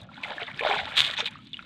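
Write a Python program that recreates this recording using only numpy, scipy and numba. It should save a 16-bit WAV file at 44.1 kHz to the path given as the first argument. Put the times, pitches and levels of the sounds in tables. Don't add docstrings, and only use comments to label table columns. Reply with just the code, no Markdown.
import sys
import numpy as np
from scipy import signal
from scipy.fft import rfft, irfft
from scipy.io import wavfile
from scipy.ndimage import uniform_filter1d
from numba import njit

SR = 44100
rng = np.random.default_rng(int(sys.argv[2]) if len(sys.argv) > 2 else 0)


def log_audio(samples):
    frames = np.atleast_2d(samples).T
    limited = np.clip(frames, -1, 1)
    pcm = np.round(limited * 32767).astype(np.int16)
    wavfile.write(sys.argv[1], SR, pcm)


def convert_level_to_amplitude(level_db):
    exponent = np.asarray(level_db, float) / 20
    return 10 ** exponent


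N = 72765

# [f/Hz, level/dB per Hz]
DROP_TONE = [(600, -25.5), (2300, -11), (3600, -0.5), (4250, -7.5), (5300, -23), (8000, -23), (10800, -37),
             (15500, -41)]


def unit(x):
    return x / np.sqrt(np.mean(x ** 2))


def response(points, size=1024):
    hz, db = np.array(points).T
    grid_hz = np.arange(size // 2 + 1) * SR / size
    log_gain = np.interp(np.log(grid_hz + 1), np.log(hz), db) * np.log(10) / 20
    cepstrum = irfft(log_gain)
    cepstrum[1:size // 2] *= 2
    cepstrum[size // 2 + 1:] = 0
    return irfft(np.exp(rfft(cepstrum)))


def split(x):
    body = signal.sosfiltfilt(signal.butter(4, 4410, fs=SR, output="sos"), x)
    return body, x - body


def walk(rate):
    hold = int(SR / rate)
    levels = np.repeat(rng.standard_normal(N // hold + 1), hold)
    smooth = uniform_filter1d(uniform_filter1d(levels, hold), hold)
    return unit(smooth[:N])


def sizes(u, spread_db):
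    return convert_level_to_amplitude(spread_db * np.minimum(-np.log(1 - u), 4))


def patter(share, spread_db):
    u = rng.random((N, 3)).T
    sign = np.sign(u[1] - .5)
    return unit((u[0] < share) * sign * sizes(u[2], spread_db))


@njit
def ring(at, hz, cycles, size):
    rise, swell_cycles = .02, 1.8
    y = np.zeros(N)
    for k in range(len(at)):
        start = int(at[k] * SR)
        life = cycles[k] * SR / hz[k]
        phase = 0.
        for j in range(min(int(2 * life), N - start)):
            phase += 2 * np.pi * hz[k] / SR * (1 + rise * j / life)
            swell = np.sin(min(1., j * hz[k] / SR / swell_cycles) * np.pi / 2) ** 2
            y[start + j] += size[k] * np.sin(phase) * np.exp(-3 * j / life) * swell
    return y


def swarm(hz, cycles, spread_db, count):
    u = rng.random((count, 4)).T
    pitch = hz[0] * (hz[1] / hz[0]) ** u[3]
    return unit(ring(u[0] * N / SR, pitch, cycles * (.5 + u[1]), sizes(u[2], spread_db)))


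def bubbles(table, db):
    s, peak, hz, cycles = np.array(table, float).T.copy()
    return ring(s, hz, np.clip(cycles, 2, 40), convert_level_to_amplitude(peak + db))


def lap_levels(t):
    # [t/s, spray level/dB, gurgle above spray/dB]
    lap_tables = [
        [(.225, -48, -5.5), (.237, -30, -12.5), (.259, -42.5, -4.5), (.315, -40, 1), (.371, -45, -4.5),
         (.42, -36.5, -9), (.455, -43.5, -13.5), (.485, -44.5, -2), (.53, -48.5, -9)],
        [(.585, -50.5, -9.5), (.594, -32, -30), (.619, -42, 6.5), (.671, -28.5, -2), (.795, -30, -5.5),
         (.829, -41.5, 1.5), (.87, -41.5, -4), (.9, -35.5, -16), (.943, -38, -4.5)],
        [(.96, -32, -23), (.976, -18, -26), (1.02, -28, -20.5), (1.028, -29, -16.5), (1.052, -24.5, -28.5),
         (1.086, -31.5, -15), (1.142, -32.5, -19), (1.158, -46.5, -12)],
        [(1.172, -32.5, -24.5), (1.186, -30, -15), (1.208, -28, -12.5), (1.224, -37, -11), (1.25, -42.5, -16),
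         (1.258, -28.5, -22), (1.28, -30, -25.5), (1.297, -57, -10)],
    ]
    # [t/s, spray level/dB, gurgle above spray/dB]
    trickle = [
        [(0, -61, 4), (.03, -57.5, 0.5), (.1, -65, 7), (.148, -50.5, -14), (.2, -49, -5)],
        [(1.34, -50.5, -11), (1.4, -59.5, -9), (1.45, -54, -25), (1.52, -60.5, -39), (1.55, -55.5, -25),
         (1.6, -50.5, -12.5)],
    ]
    s, level_db, gurgle_extra_db = np.vstack([trickle[0], *lap_tables, trickle[1]]).T
    spray_db = np.interp(t, s, level_db)
    return spray_db, spray_db + np.interp(t, s, gurgle_extra_db)


def spray_patter(t, spray_db, wet):
    # [t/s, length/s, extra level/dB]
    mist_cloud = (1.053, 0.097, 5.5)
    clicks = patter(.03, spread_db=3)
    fine = patter(.08, spread_db=3.5) * convert_level_to_amplitude(3 * walk(45))
    body, treble = split(unit(np.pad(response(DROP_TONE), 64)) / 32)
    gain = convert_level_to_amplitude(spray_db - 2)
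    s, length, extra_db = mist_cloud
    mist = convert_level_to_amplitude(extra_db * np.exp(-((t - s) / length) ** 2))
    body_clicks = (1 - 0.51 * wet) * clicks * gain * convert_level_to_amplitude(3.18 * walk(51.7))
    treble_clicks = (0.11 * clicks + 0.54 * fine) * (1 - .5 * wet)
    treble_clicks *= 0.049 * (gain / 0.076) * mist
    spray = signal.fftconvolve(body_clicks, body) + signal.fftconvolve(treble_clicks, treble)
    no_rumble = signal.butter(2, 560, "highpass", fs=SR, output="sos")
    return signal.sosfilt(no_rumble, spray[64:N + 64])


def foam(t):
    # [t/s, length/s, level/dB]
    bursts = [
        (1.19, 0.013, -50),
        (1.201, 0.017, -44),
    ]
    level = sum(convert_level_to_amplitude(db) * np.exp(-((t - s) / length) ** 2) for s, length, db in bursts)
    return swarm((5160, 6570), cycles=10, spread_db=0, count=6000) * level


def laps(t):
    spray_db, gurgle_db = lap_levels(t)
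    wet = np.clip((gurgle_db - spray_db + 26) / 18, 0, 1)
    spray = spray_patter(t, spray_db, wet)
    fizz = swarm((1298, 4017), cycles=7.9, spread_db=0, count=1800)
    fizz *= convert_level_to_amplitude(spray_db - 1.5 + 2.33 * walk(60.3)) * wet
    gurgle = swarm((544.4, 1087), cycles=6.2, spread_db=3.5, count=800) * convert_level_to_amplitude(gurgle_db + 0.5)
    drips = swarm((4270, 8130), cycles=10, spread_db=3, count=450)
    drips *= convert_level_to_amplitude(-67 + 0.76 * (spray_db + 38))
    return drips + spray + fizz + gurgle + foam(t)


def plops():
    # [t/s, peak/dB, f/Hz, ringing/cycles]
    large = [(0.175, -36.5, 845, 22), (0.281, -38, 560, 10), (0.303, -27, 813, 12.5),
             (0.399, -28, 720, 8.8), (0.414, -28.5, 688, 26), (0.427, -33, 665, 9), (0.48, -36, 874, 33),
             (0.607, -21.5, 471, 8.7), (.418, -30, 445, 15.4), (.622, -24, 452, 8.1), (.69, -27.5, 415, 55),
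             (.73, -28.5, 416, 23), (0.649, -6, 720, 6), (0.661, -15, 609.5, 21.6), (0.71, -14, 776, 21),
             (0.734, -18, 798, 14), (0.793, -21, 756, 17), (0.869, -29.5, 865, 30), (1.187, -26.5, 910, 28),
             (1.204, -19.5, 870, 5.2), (1.224, -31.5, 465, 17.5), (1.355, -30.5, 1210, 14),
             (1.388, -43, 1270, 41)]
    return bubbles(large, db=-1.5)


def pings():
    # [t/s, peak/dB, f/Hz, ringing/cycles]
    small = [(0.0892, -35.5, 1356, 33), (0.1381, -40, 2180, 36), (0.18, -24, 1490, 7.9),
             (0.2369, -10.5, 2380, 5.7), (0.2454, -19.5, 2060, 29), (0.3047, -28, 3870, 51),
             (0.3203, -14, 1480, 5.8), (0.381, -16, 1720, 17), (0.4193, -18, 2150, 14.5),
             (0.4311, -10.5, 3120, 8.8), (0.4803, -26, 1974, 38), (0.5143, -26, 2240, 14),
             (0.5446, -21.5, 3090, 9.7), (0.5932, -13.5, 1730, 18.5), (0.61, -10, 2400, 9.6),
             (0.6715, -13, 1435, 11), (0.7121, -12.5, 2310, 21), (1.1374, -17.5, 1886, 21),
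             (1.1873, -6, 2410, 6.6), (1.276, -7.5, 2630, 5.6), (1.4705, -32, 4120, 14),
             (1.5319, -20, 3540, 47), (1.5423, -19.5, 2850, 30), (1.5696, -17.5, 3180, 8.6),
             (1.5911, -26.5, 1385, 19.4), (1.6047, -36, 1430, 5.7), (1.625, -32, 3770, 17),
             (0.4667, -27, 3550, 48), (0.593, -10.5, 2450, 14), (0.635, -16.5, 2370, 18),
            (1.257, -11.5, 3820, 15), (.017, -36, 3780, 39), (0.031, -40, 3500, 35), (.114, -36, 980, 9.9),
            (.143, -36, 3970, 35), (0.159, -35, 1450, 22), (0.169, -30.5, 3390, 13),
            (0.2805, -24, 1720, 12), (.558, -36, 2340, 30), (.575, -32, 4820, 20), (.649, -16, 3560, 35),
            (.662, -24, 2220, 15), (0.6988, -17.5, 3450, 22), (.723, -10, 2390, 12), (0.728, -14, 3130, 24),
            (0.746, -21, 1380, 29), (0.789, -27, 1480, 28), (.797, -21, 3620, 33), (0.8546, -16, 3900, 7.6),
            (0.8806, -35, 1300, 15), (1.281, -25, 2390, 33), (1.286, -41.5, 865, 50),
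            (1.335, -39, 3640, 20), (1.371, -33, 2750, 22), (1.5365, -25, 3350, 29), (1.567, -41, 2100, 10),
            (1.574, -33, 3000, 22), (1.5917, -20, 2580, 6.7), (1.626, -30.5, 1290, 8)]
    return bubbles(small, db=-5) * convert_level_to_amplitude(1.4 * walk(350))


def ticks():
    # [t/s, peak/dB, extra treble/dB]
    drops = [(0.2338, -18, -32), (0.3046, -20, -26), (0.594, -20, 6), (0.855, -17.5, -15),
             (0.9685, -9, -15), (0.9722, -14, -7), (0.9784, -4, 5), (0.9814, -1, -7), (0.9906, -1.5, -6),
             (0.9962, -8, -7), (1.0038, 3, 2), (1.017, -5, 1), (1.0207, -15, -7), (1.0433, -13, -7),
             (1.0476, -8, -7), (1.0592, -18, -9), (1.0876, -21, -11), (1.101, -16, -11), (1.0564, -12, -15),
             (1.0634, -18.5, -2), (1.0654, -13, -1.5), (1.1109, -13, -4), (1.137, -18, 12),
             (1.2035, -10, -23), (1.206, -10.5, -9), (1.2442, -21, -14), (1.257, -16.5, 1),
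             (1.2642, -13, 3)]
    s, peak_db, treble_db = np.array(drops).T
    drop = np.pad(response(DROP_TONE), 64)
    body, treble = split(drop / np.abs(drop).max())
    at = ((s + .001) * SR).astype(int)
    out = 0
    for part, extra_db in ((body, 0), (treble, np.minimum(treble_db, -7))):
        hits = np.zeros(N)
        np.add.at(hits, at, convert_level_to_amplitude(peak_db - 2.5 + extra_db))
        out = out + signal.fftconvolve(hits, part)[64:N + 64]
    return out


def spits():
    # [t/s, peak/dB]
    bursts = [(0.0138, -47), (0.0324, -53), (0.118, -71), (0.1405, -73), (0.2813, -57), (0.3535, -55),
              (0.3944, -54), (0.4178, -66), (0.489, -59), (0.515, -52), (0.562, -50), (0.591, -44),
              (0.6084, -46), (0.6348, -39.5), (0.6552, -48), (0.798, -55), (0.8908, -43.5), (0.9265, -56),
              (1.2448, -56), (1.309, -43), (1.3325, -55.5), (1.3883, -59), (1.4173, -63), (1.4477, -54),
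              (1.471, -57), (1.492, -56), (1.5166, -67), (1.531, -51), (1.578, -53), (1.6137, -57)]
    s, peak_db = np.array(bursts).T
    starts = np.zeros(N)
    np.add.at(starts, (s * SR).astype(int), convert_level_to_amplitude(peak_db - 7))
    fade = convert_level_to_amplitude(-60 / .03 / SR)
    level = signal.lfilter([1], [1, -fade], starts)
    band = signal.butter(2, (4740, 9300), "bandpass", fs=SR, output="sos")
    hiss = unit(signal.sosfilt(band, rng.standard_normal(N)))
    return level * hiss / 2


def hull_echo(near):
    s = np.arange(4410) / SR
    tail = rng.standard_normal(4410) * convert_level_to_amplitude(-60 * s / .04)
    tail /= np.sqrt(np.sum(tail ** 2))
    return convert_level_to_amplitude(-13) * signal.fftconvolve(near, tail)[:N]


def knocks():
    # [t/s, peak/dB, f/Hz, ringing/cycles]
    bumps = [
        (0.018, -32.5, 115.4, 6),
        (0.034, -32, 166, 3.1),
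        (0.535, -30.5, 143, 4.4),
        (0.77, -29, 173, 4.7),
        (0.818, -35, 77, 5),
        (0.998, -38, 135, 11),
    ]
    return bubbles(bumps, db=0.1)


def sea():
    # [f/Hz, level/dB per Hz]
    sea_tone = [(28, -21), (70, -6.5), (165, 1.5), (270, -2), (450, -21), (1500, -22), (3700, -16),
                (5600, -38)]
    tone_hz, tone_db = np.array(sea_tone).T
    f = np.arange(N // 2 + 1) * SR / N + 1
    shape = convert_level_to_amplitude(np.interp(np.log(f), np.log(tone_hz), tone_db)) / (1 + (f / 8000) ** 4)
    flicker_db = 10.0 * walk(47.06) - 8
    out = 0
    for hz in 30 * 2. ** np.arange(10):
        octave = np.clip(1 - np.abs(np.log2(f / hz)), 0, 1) ** .5
        band = irfft(rfft(rng.standard_normal(N)) * shape * octave, N)
        out = out + band * convert_level_to_amplitude(1.6 * walk(12) + flicker_db * (hz > 400))
    return unit(out) * convert_level_to_amplitude(-51.5)


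def scene():
    t = np.arange(N) / SR
    near = laps(t) + plops() + pings() + ticks() + spits()
    near = near + hull_echo(near)
    return (near + knocks() + sea())[None]


def roll_off(x):
    return signal.sosfilt(signal.butter(12, 15850, fs=SR, output="sos"), x)


def record(dry):
    return roll_off(dry)


dry = scene()
out = record(dry)
log_audio(out)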